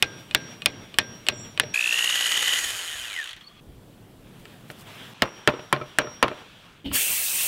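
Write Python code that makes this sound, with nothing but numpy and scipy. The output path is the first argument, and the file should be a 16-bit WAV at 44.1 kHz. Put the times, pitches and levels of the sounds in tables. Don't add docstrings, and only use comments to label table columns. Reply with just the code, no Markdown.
import sys
import numpy as np
from scipy import signal
from scipy.fft import rfft, irfft, next_fast_len
from scipy.io import wavfile
from scipy.ndimage import uniform_filter1d, map_coordinates

SR = 44100
rng = np.random.default_rng(int(sys.argv[2]) if len(sys.argv) > 2 else 0)


def voltage_ratio(decibels):
    exponent = np.asarray(decibels, float) / 20
    return 10 ** exponent


def log_audio(samples):
    frames = np.atleast_2d(samples).T
    limited = np.clip(frames, -1, 1)
    pcm = np.round(limited * 32767).astype(np.int16)
    wavfile.write(sys.argv[1], SR, pcm)


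N = 329427

# freq_hz, density_db
TRAFFIC_SPECTRUM = [(59, -38.5), (100, -2), (178, -2.5), (510, -13), (714, -17.5), (935, -22),
                    (2500, -37.5), (3250, -69.5), (5500, -120)]
LEAF_SPECTRUM = [(290, -26.5), (500, -7.5), (925, -4.5), (1610, -3), (1990, -5.5), (3350, -1.5),
                 (4280, -12.5), (8000, -22.5), (10400, -31), (17600, -120)]
HISS_SPECTRUM = [(2350, -38), (4000, -5.5), (6100, -8), (6920, -8), (7510, -5.5), (14800, -7.5),
                 (15900, -9)]
WIND_SPECTRUM = [(12, -36), (20, -7), (43, -4), (86, -8), (120, -4.5), (160, -19), (260, -120)]
PIN_CLATTER = [(180, -20), (300, -17), (1830, -13), (2170, 1), (2470, -9), (3120, -8.5), (3450, -3.5),
               (12600, -40), (15900, -70.5)]
DOWEL_CLATTER = [(88, -39), (150, -3), (264, 2.5), (611, -19), (1210, -9.5), (1690, -16.5), (1970, -14),
                 (3030, -8), (15900, -42.5)]
GROWL_SPECTRUM = [(35, -74), (60, -30), (190, -21), (304, -15), (921, -10), (1950, -4.5), (2140, -11.5),
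                  (2500, 1), (3250, -38), (5500, -120)]
RASP_SPECTRUM = [(710, -51), (1200, -17.5), (1940, -2), (2340, -14.5), (2780, -5), (3060, -2), (3670, -6),
                 (5140, -22), (6000, -15.5), (13200, -120)]
FAN_SPECTRUM = [(2650, -22), (4500, -8), (6150, -8.5), (6760, 3), (7010, -2), (7350, -7.5), (8440, -6),
                (10100, -12), (11100, -6.5), (12100, -16), (14300, -15), (15900, -31)]
FLAME_SPECTRUM = [(15, -38), (25, -18), (92, -9), (284, -7), (372, -17.5), (438, -18), (900, -23),
                  (1170, -59), (1980, -120)]
NOZZLE_SPECTRUM = [(290, -19), (500, -12.5), (1110, -12.5), (2170, -4.5), (2750, 0.5), (3080, -0.5),
                   (4630, -9), (6000, -30), (13200, -120)]
JET_SPECTRUM = [(2650, -33), (4500, -14), (5550, -7.5), (8000, -3.5), (8550, 1), (9150, -4), (11600, -4),
                (12500, -2.5), (14700, -4), (15800, -3)]
# freq_hz, side_minus_mid_db
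PORTS = [(60, -38), (200, -52), (700, -45.5), (2380, -44), (8120, -34), (15000, -27)]

# start_s, end_s
TAKE_SPANS = [(0, 1.737), (3.36, 3.604), (3.606, 5.14), (5.142, 6.842)]
# traffic_db, leaves_db, hiss_db
TAKE_LEVELS = [
    (-50.5, -52.5, -63.5),
    (-58, -56.5, -69.5),
    (-50.5, -63.5, -66.5),
    (-56, -50.5, -68.5),
]
# time_s, level_db
BREEZE = [
    (0.0, -61),
    (1.56, -59),
    (1.8, -71),
    (2.93, -55.5),
    (3.4, -67),
    (3.8, -50.5),
    (5.16, -68),
    (7.47, -64),
]
# time_s, effort_db
HANDS = [
    (3.606, -61.5),
    (4.25, -59.5),
    (4.5, -51.5),
    (4.64, -55),
    (4.8, -49.5),
    (4.85, -53.5),
    (4.875, -45.5),
    (5.05, -45),
    (5.138, -50),
]
# traffic_db, leaves_db, hiss_db
EFFORT_GROWTH = (0.15, 1.13, .5)
# time_s, level_db
SLEEVE = [
    (4.402, -62),
    (4.706, -53.5),
    (4.81, -51.5),
]

# start_s, peak_db, thud_db, slap_hz, ring_db
PIN_BLOWS = [(0.025, -4.5, -24, 3366, 5.5), (0.311, -27.5, -13, 2920, 9.5), (0.348, -3.5, -28, 1675, 0.5),
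             (0.62, -25, -12, 2860, 9), (0.659, -4.5, -24, 3295, 4.5), (0.942, -29, -11, 2920, 9),
             (0.986, -2.5, -28.5, 1820, 2.5), (1.267, -24, -20, 2900, 7.5), (1.275, -26, -11, 3020, -4),
             (1.286, -7, -27.5, 2810, 5), (1.323, -31.5, 2, 1550, 4), (1.576, -25, -14, 2980, 10.5),
             (1.598, -2.5, -38, 1750, -1), (1.634, -27.5, 2.5, 2800, -6)]
DOWEL_BLOWS = [(5.221, -3.5, -22.5, 1880, -2), (5.475, -0.5, -17, 1810, -5), (5.538, -29, -1, 1350, 9),
               (5.591, -30.5, -8, 940, 4), (5.727, -3, -17, 1060, 5), (5.763, -21, -8, 1510, 0),
               (5.813, -26, -3, 1305, 13), (5.986, -2.5, -26, 1595, 2), (6.019, -28.5, -4, 2350, -4),
               (6.046, -37, 3, 1340, 5), (6.071, -31, -6.5, 1355, 14), (6.227, -2, -21, 1060, 4),
               (6.281, -19, -16.5, 1160, -13), (6.314, -33, 1, 616, 14)]
CLICKS = [
    (4.454, -35, -31, 2880, 6),
    (4.701, -26, -15.5, 1500, 0),
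    (6.915, -24.5, -20, 1120, 4),
]
# freq_hz, level_db, t60_s
PIN_MODES = [(1154, -16, 0.052), (1580, -20, 0.05), (1880, -29, 0.066), (2500, -7, 0.053),
             (2825, 20, 0.0035), (3480, -5, 0.021), (3530, -25, 0.045), (4160, -22, 0.075),
             (5610, -36, 5.0), (8260, -36.5, 0.08)]
DOWEL_MODES = [(1060, -10.5, 0.3), (1335, 3, 0.046), (1810, 10.5, 0.016), (2350, -3.5, 0.076),
               (2900, -22, 0.028), (3546, -40, 0.026), (5250, -11, 0.021)]
BENCH_MODES = [(134.2, -6.5, 0.16), (285, -21, 0.19), (370, -1.5, 0.074), (455, 3, 0.035),
               (600.3, -2.5, 0.14)]
# freq_hz, t60_s
PIN_DECAY = [(200, 0.16), (1000, 0.043), (3000, 0.029), (8000, 0.012), (15000, 0.0069)]
DOWEL_DECAY = [(200, 0.097), (1000, 0.14), (3000, 0.037), (8000, 0.015), (15000, 0.0058)]
# blow_s, level_db
HEAD_RING = [(.024, -48.5), (.348, -44.5), (.659, -50.5), (.986, -43.5), (1.284, -41), (1.597, -43.5),
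             (5.221, -50), (5.476, -51), (5.727, -57.5), (5.985, -43), (6.227, -59.5)]
CLAW_DB = [-21.5, -24, -31, -24, -31, -33]

# time_s, lowest_hz, level_db
TRILL = [
    (1.335, 7500, -57),
    (1.36, 7200, -57.5),
    (1.39, 7050, -48),
    (1.43, 7230, -50),
    (1.47, 7100, -59),
    (1.54, 7100, -69),
]
# time_s, pitch_hz, level_db
CHIP = [
    (3.458, 4530, -68),
    (3.476, 4470, -41),
    (3.488, 4550, -57),
]
INSECTS_DB = (-58.5, -67, -65)
# start_s, end_s
DRONE_S = (3.41, 3.604)

# time_s, turns_per_s, load_db
SHAFT = [(1.739, 207, -4.5), (1.805, 215, -5), (1.95, 232, -2.5), (2.13, 242.5, -1.5), (2.33, 248.5, -1.5),
         (2.57, 249.5, -0.5), (2.62, 242, -2), (2.74, 198, -2.5), (2.86, 170, -4), (3.02, 126, -3),
         (3.18, 81, -2.5), (3.24, 66, -3), (3.3, 55, -2), (3.35, 31, -5.5), (3.44, 12, -13.5)]
# freq_hz, width_hz, level_db
CASING = [(1910, 140, -14), (3040, 110, 10), (6840, 870, -13), (8350, 1300, -7.5)]

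# time_s, flow_db
GAS = [
    (6.844, -21),
    (6.86, -7.5),
    (6.904, -17),
    (6.932, -4.5),
    (6.956, 5.5),
    (6.98, 0),
    (7.16, -3),
    (7.26, -4.5),
    (7.35, -1.5),
    (7.47, -2),
]
# time_s, pitch_hz, level_db
POP = [
    (6.844, 283, -38),
    (6.87, 282.5, -33.5),
    (6.97, 276, -45),
]

TOP_HZ = 15950
HARD_DB = -10


def unit(x):
    return x / np.sqrt(np.mean(x ** 2) + 1e-20)


def since(s):
    return np.arange(N) / SR - s


def along(points, hz):
    f, v = np.transpose(points)
    return np.interp(np.log(hz + 1), np.log(f + 1), v)


def curves(*tables):
    t = since(0)
    s, *cols = np.concatenate(tables).T
    gate = sum((t >= rows[0][0]) & (t < rows[-1][0]) for rows in tables)
    smooth_gate = uniform_filter1d(np.minimum(gate, 1.), size=90)
    return [np.interp(t, s, c) for c in cols] + [smooth_gate]


def wobble(rate_hz):
    knots = rng.standard_normal(int(N * rate_hz / SR) + 4)
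    return map_coordinates(knots, [np.arange(N) * rate_hz / SR])


def filtered(x, gain):
    m = next_fast_len(N + 8192)
    return irfft(rfft(x, m) * gain(np.fft.rfftfreq(m, 1 / SR)), m)[:N]


def rush(spectrum, patchy_db, beat=1):
    z = signal.stft(rng.standard_normal(N) * beat, nperseg=512)[2]
    field = uniform_filter1d(rng.standard_normal(z.shape), size=6, axis=0)
    field = uniform_filter1d(field, size=10, axis=1)
    x = signal.istft(z * voltage_ratio(patchy_db * unit(field)), nperseg=512)[1][:N]
    return unit(filtered(x, lambda hz: voltage_ratio(along(spectrum, hz)) * np.clip((TOP_HZ - hz) / 250, 0, 1)))


def tone(hz, db, blur=0.):
    phase = 2 * np.pi * np.cumsum(hz) / SR
    return np.sqrt(2) * voltage_ratio(db) * np.sin(phase + blur * wobble(60))


def breeze():
    level_db = curves(BREEZE)[0] + 1.7 * wobble(6.3)
    return voltage_ratio(level_db) * rush(WIND_SPECTRUM, patchy_db=3.0)


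def yard():
    open_db, hold_s, close_s = (6.5, 3.5, -3), 0.17, 0.058
    swing_db, swing_delay_s, swing_width_s = (0.5, 1.5, 4.5), (0.17, 0.16), 0.022
    calm_s, calm_db_per_s = 6.64, 45
    spans = [[(a, *db), (b, *db)] for (a, b), db in zip(TAKE_SPANS, TAKE_LEVELS)]
    *still_db, gate = curves(*spans)
    effort_db, handling = curves(HANDS)
    stir_db = handling * (effort_db - min(db for s, db in HANDS))
    stir_db = stir_db - calm_db_per_s * np.maximum(since(calm_s), 0)

    taps = [row[0] for row in PIN_BLOWS if row[1] > HARD_DB]
    drives = [row[0] for row in DOWEL_BLOWS if row[1] > HARD_DB]
    lift = np.max([(since(s) > 0) * np.clip(1 - (since(s) - hold_s) / close_s, 0, 1) for s in taps], axis=0)
    swish = sum(np.exp(-(since(s + delay) / swing_width_s) ** 2 / 2)
                for hits, delay in zip((taps, drives), swing_delay_s) for s in hits)

    traffic_db, leaves_db, hiss_db = (
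        db + growth * stir_db + opening * lift + swing * swish
        for db, growth, opening, swing in zip(still_db, EFFORT_GROWTH, open_db, swing_db))
    traffic = voltage_ratio(traffic_db + wobble(16) / 2) * rush(TRAFFIC_SPECTRUM, patchy_db=0.5)
    leaves = voltage_ratio(leaves_db + 0.88 * wobble(8.6)) * rush(LEAF_SPECTRUM, patchy_db=1.6)
    hiss = voltage_ratio(hiss_db + 0.6 * wobble(4.9)) * rush(HISS_SPECTRUM, patchy_db=0.8)
    return gate * (traffic + leaves + hiss)


def ringing(modes, t):
    longest_s, detune, scatter_db = 0.26, 0.008, 2.5
    out = 0
    for hz, db, t60_s in modes:
        envelope = voltage_ratio(db + rng.normal(0, scatter_db) - 60 * t / min(t60_s, longest_s))
        out = out + envelope * np.sin(2 * np.pi * hz * rng.normal(1, detune) * t)
    return out


def blows(events, modes, colour, decay, slap_db, ring_db, clatter_db, thud_db, crack_db, bright):
    out, t = np.zeros(N + SR), np.arange(SR // 4) / SR
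    contact = np.exp(-(t / 0.0017) ** 4)
    next_s = [row[0] for row in events[1:]] + [N]
    for (s, peak_db, low_db, slap_hz, mode_db), lands_s in zip(events, next_s):
        free = np.clip((lands_s - s - t) / 0.004 + 1, 0.15, 1)
        soft = np.clip((low_db + 16) / 10, 0, 1)
        top_db = bright[0] + bright[1] * peak_db + bright[2] * low_db

        hz, frame_s, z = signal.stft(rng.standard_normal(len(t)), SR, nperseg=128)
        dull_db = (top_db + 18.5) * np.clip(np.log2(hz / 4000 + 0.01), 0, 1.1)
        fade_db = -60 * frame_s / along(decay, hz)[:, None]
        fade = voltage_ratio(fade_db) + 0.11 * voltage_ratio(0.17 * fade_db)
        z = z * fade * voltage_ratio(along(colour, hz) + dull_db)[:, None]
        clatter = signal.istft(z, SR, nperseg=128)[1][:len(t)]
        chatter_db = 2.7 * np.repeat(rng.standard_normal(len(t) // 150 + 1), 150)[:len(t)]
        hit = voltage_ratio(clatter_db) * voltage_ratio(chatter_db) * clatter / np.abs(clatter).max()

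        hit = hit + free * voltage_ratio(ring_db + mode_db) * ringing(modes, t)
        slap = sum(gain * np.cos(2 * np.pi * ratio * slap_hz * t)
                   for ratio, gain in ((0.6, 0.21), (1, 0.62), (1.6, 0.34), (2.7, 0.25)))
        crack_band = signal.butter(2, [5500, 11000], "band", fs=SR)
        crack = signal.lfilter(*crack_band, rng.standard_normal(len(t)))
        hit = hit + (1 - 0.5 * soft) * contact * (voltage_ratio(slap_db) * slap + voltage_ratio(crack_db + top_db) * crack)
        spot = voltage_ratio(mode_db - 21.5 - 60 * t * slap_hz / 150) * np.sin(2 * np.pi * slap_hz * t)
        hit = hit + free * spot
        hit = hit + voltage_ratio(thud_db + low_db) * ringing(BENCH_MODES, t)

        onset = 1 - np.exp(-t / (0.00042 + 0.00049 * soft))
        out[round(s * SR):][:len(t)] += voltage_ratio(peak_db) * hit * onset
    return filtered(out[:N], lambda hz: 1j * hz / (1j * hz + 70))


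def singing():
    hold_s, t60_s = 0.16, 0.4
    t, level = since(0), np.zeros(N)
    for s, top_db in HEAD_RING:
        after = slice(round(s * SR), round((s + 0.4) * SR))
        swell_db = np.interp(t[after] - s, [0.006, 0.02, hold_s, hold_s + t60_s], [-28, -4.5, -4, -61.0])
        level[after] = voltage_ratio(top_db + swell_db)
    silent = (t > 1.737) & (t < 5.2)
    return ~silent * level * tone(np.full(N, 5641), 0.6 * wobble(54))


def claw():
    t60_s = 0.52
    level = sum((since(s) > 0) * voltage_ratio(db - 17.0 - 60 * np.abs(since(s)) / t60_s)
                for (s, _), db in zip(HEAD_RING, CLAW_DB))
    return level * tone(np.full(N, 1593), 0, blur=0.08)


def hammer():
    pin = blows(PIN_BLOWS, PIN_MODES, PIN_CLATTER, PIN_DECAY, slap_db=4.5, ring_db=-10.5,
                clatter_db=-3, thud_db=-4.5, crack_db=11.0, bright=(-10, 0.55, 0.01))
    dowel = blows(DOWEL_BLOWS, DOWEL_MODES, DOWEL_CLATTER, DOWEL_DECAY, slap_db=7, ring_db=-23,
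                  clatter_db=-4.5, thud_db=1.0, crack_db=13.0, bright=(-36, 0.3, -0.8))
    return pin + dowel + singing() + claw()


def trill():
    hz, db, gate = curves(TRILL)
    swell = np.clip((db + 67.5) / 15, 0, 1)
    call = 0
    for width, loss_db in ((0.012, -6), (0.05, -9), (0.07, -6)):
        flutter_hz = hz * (1 + width * swell * np.abs(wobble(97)))
        call = call + tone(flutter_hz, db + loss_db + 4 * wobble(140), blur=1.3)
    return gate * call


def casing(f_hz):
    gain = sum((-1) ** k * voltage_ratio(db) * 1j * f_hz * width / (centre ** 2 - f_hz ** 2 + 1j * f_hz * width)
               for k, (centre, width, db) in enumerate(CASING))
    return gain * (f_hz < TOP_HZ)


def casing_swell(line_hz):
    return sum(np.exp(-((line_hz - hz) / 330) ** 2) * voltage_ratio(db) for hz, db in ((1900, 11), (2950, 0)))


def drill():
    teeth, slots, bars, gearing, full_turns_per_s = 8, 12, 24, 13.4, 250
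    release_s, gears_free_s = 2.585, 2.795
    growl_db, rasp_db, fan_db, gear_db, coast_db, whine_db = -36, -34, -30.5, -35, -46, -22.5
    growl_oct_db, rasp_oct_db, fan_oct_db = 4.5, 2, 9
    idle_db, whine_sag_db_per_s = -4, 7

    speed, load_db, on = curves(SHAFT)
    t, octaves = since(0), np.log2(speed / full_turns_per_s)
    powered = on * np.clip(-since(release_s) / 0.02, 0, 1)
    meshing = on * np.clip(-since(gears_free_s) / 0.14, 0, 1)

    mains = np.cos(2 * np.pi * (60 * t + np.interp(t, [1.74, 2], [0.36, 0.425])))
    cycle = 60 * t + np.interp(t, [1.74, 2], [0.36, 0.425])
    surge = np.exp(5.0 * (np.cos(2 * np.pi * cycle + 0.51 * (mains - 1)) - 1))
    whine_db = whine_db - whine_sag_db_per_s * np.clip(since(SHAFT[0][0]), 0, 0.5)
    whine = powered * tone(slots * speed, whine_db + 7.0, blur=0.1) * surge * voltage_ratio(1.2 * wobble(60.05))

    turns = np.cumsum(speed) / SR
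    bit_turns = (turns - turns[round(2.101 * SR)]) / gearing
    rub = np.exp(7.9 * (np.cos(2 * np.pi * bit_turns) - 1))
    chuck = 1 + 1.2 * meshing * rub * voltage_ratio(load_db)
    turns = turns - turns[round(3.3635 * SR)] + 0.04 * wobble(90)
    tick = voltage_ratio(-14 * (turns % 1))
    knocks = (np.diff(np.floor(turns), prepend=0) == 1) * voltage_ratio(3.0 * rng.standard_normal(N))

    rasp_db = rasp_db + rasp_oct_db * octaves + 1.33 * load_db + idle_db * (1 - powered)
    growl_db = growl_db + growl_oct_db * octaves + 0.99 * load_db
    fan_db = fan_db + fan_oct_db * octaves + load_db
    noise = voltage_ratio(growl_db) * rush(GROWL_SPECTRUM, 0.68, chuck * (1 + 0.33 * powered * surge))
    noise = noise + voltage_ratio(rasp_db + 6.0) * rush(RASP_SPECTRUM, 1.7, tick * chuck)
    noise = noise + voltage_ratio(fan_db) * rush(FAN_SPECTRUM, 1.0, (1.3 + tick) * chuck ** 0.84)
    noise = noise + (1 - powered) * filtered(voltage_ratio(rasp_db + 37.5) * knocks, casing)

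    glide = 0
    for per_turn, db in ((bars, coast_db), (slots, coast_db - 11)):
        line_hz = per_turn * speed
        gain = (0.76 + casing_swell(line_hz)) * np.clip(line_hz / 350 - 4, 0, 1)
        line = tone(line_hz, db + 2 * wobble(150), blur=0.8)
        glide = glide + gain * line * (1 + 0.49 * wobble(110))
    glide = glide * (1 - powered) * on * (0.3 + tick)
    mesh = meshing * chuck * tone(teeth * speed, gear_db + 1.2 * load_db - 2.5, blur=0.22)
    return on * noise + whine + glide + mesh


def insects():
    gate = curves([(s,) for s in DRONE_S])[0]
    drones = 0
    for db, (centre_hz, half_hz) in zip(INSECTS_DB, ((3330, 420), (4300, 300), (1200, 400))):
        band = [(centre_hz - half_hz, -40), (centre_hz, 0), (centre_hz + half_hz, -40)]
        drones = drones + voltage_ratio(db) * rush(band, 0, voltage_ratio(4.8 * wobble(110)))
    return gate * drones


def chip():
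    hz, db, gate = curves(CHIP)
    return gate * tone(hz * (1 + 0.025 * wobble(300)), db, blur=1.4)


def sleeve():
    brush_s = 0.02
    level = sum(voltage_ratio(db) * np.exp(-(since(s) / brush_s) ** 2) for s, db in SLEEVE)
    return level * rush(HISS_SPECTRUM, 1.3, voltage_ratio(3 * wobble(200)))


def clicks():
    return blows(CLICKS, DOWEL_MODES, DOWEL_CLATTER, PIN_DECAY, slap_db=2.5, ring_db=-20.5,
                 clatter_db=-3, thud_db=-1.5, crack_db=-6.0, bright=(-24, 0.01, 0.01))


def torch():
    light_s, open_s, burst_s, flutter_t60_s = 6.845, 6.915, 6.955, 0.59
    flame_db, steady_db, nozzle_db, jet_db, shut_db, ridge_db = -29.5, -45.5, -29, -24, -30, -34
    pilot_hz, open_hz = 3030, 2680
    flow_db, on = curves(GAS)
    flow, opened = wobble(25), np.clip(since(open_s) / 0.022, 0, 1)

    flutter = np.clip(since(light_s) / 0.012, 0, 1) * (since(burst_s) < 0)
    flutter = flutter * voltage_ratio(flame_db - 60 * np.abs(since(light_s)) / flutter_t60_s)
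    flame = (flutter + voltage_ratio(steady_db + flow_db)) * voltage_ratio(-5 + 1.3 * wobble(40))
    flame = flame * rush(FLAME_SPECTRUM, patchy_db=4.5)
    nozzle_db = nozzle_db + flow_db - 1.5 + 0.5 * flow
    nozzle = voltage_ratio(nozzle_db) * rush(NOZZLE_SPECTRUM, 2.8, voltage_ratio(0.5 * wobble(400)))
    jet_db = jet_db + 0.56 * flow_db + shut_db * (1 - opened) + flow / 2
    jet = voltage_ratio(jet_db) * rush(JET_SPECTRUM, 1.1, voltage_ratio(0.63 * wobble(600)))

    whistle_hz = pilot_hz + (open_hz - pilot_hz) * opened + 40 * wobble(12)
    whistle_db = ridge_db + 1.57 * flow_db + 12 * (1 - opened) - 1.0
    whistle = wobble(350) * tone(whistle_hz, whistle_db)
    pop_hz, pop_db, popping = curves(POP)
    return on * (flame + nozzle + jet + whistle) + popping * tone(pop_hz, pop_db, blur=0.93)


def scene():
    mono = breeze() + yard() + hammer() + trill() + drill()
    mono = mono + insects() + chip() + sleeve() + clicks() + torch()
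    return np.array([mono, mono])


def band_limit(x):
    return signal.sosfilt(signal.butter(12, 17080, fs=SR, output="sos"), x)


def record(dry):
    clip_level, band_hz = 0.61, 17000
    mid = dry[0] / (1 + np.abs(dry[0] / clip_level) ** 6) ** (1 / 6)
    mid = filtered(mid, lambda hz: np.clip((band_hz - hz) / 600, 0, 1))
    side = filtered(mid * wobble(300), lambda hz: voltage_ratio(along(PORTS, hz) + 3))
    return band_limit(np.array([mid + side, mid - side]))


dry = scene()
out = record(dry)
log_audio(out)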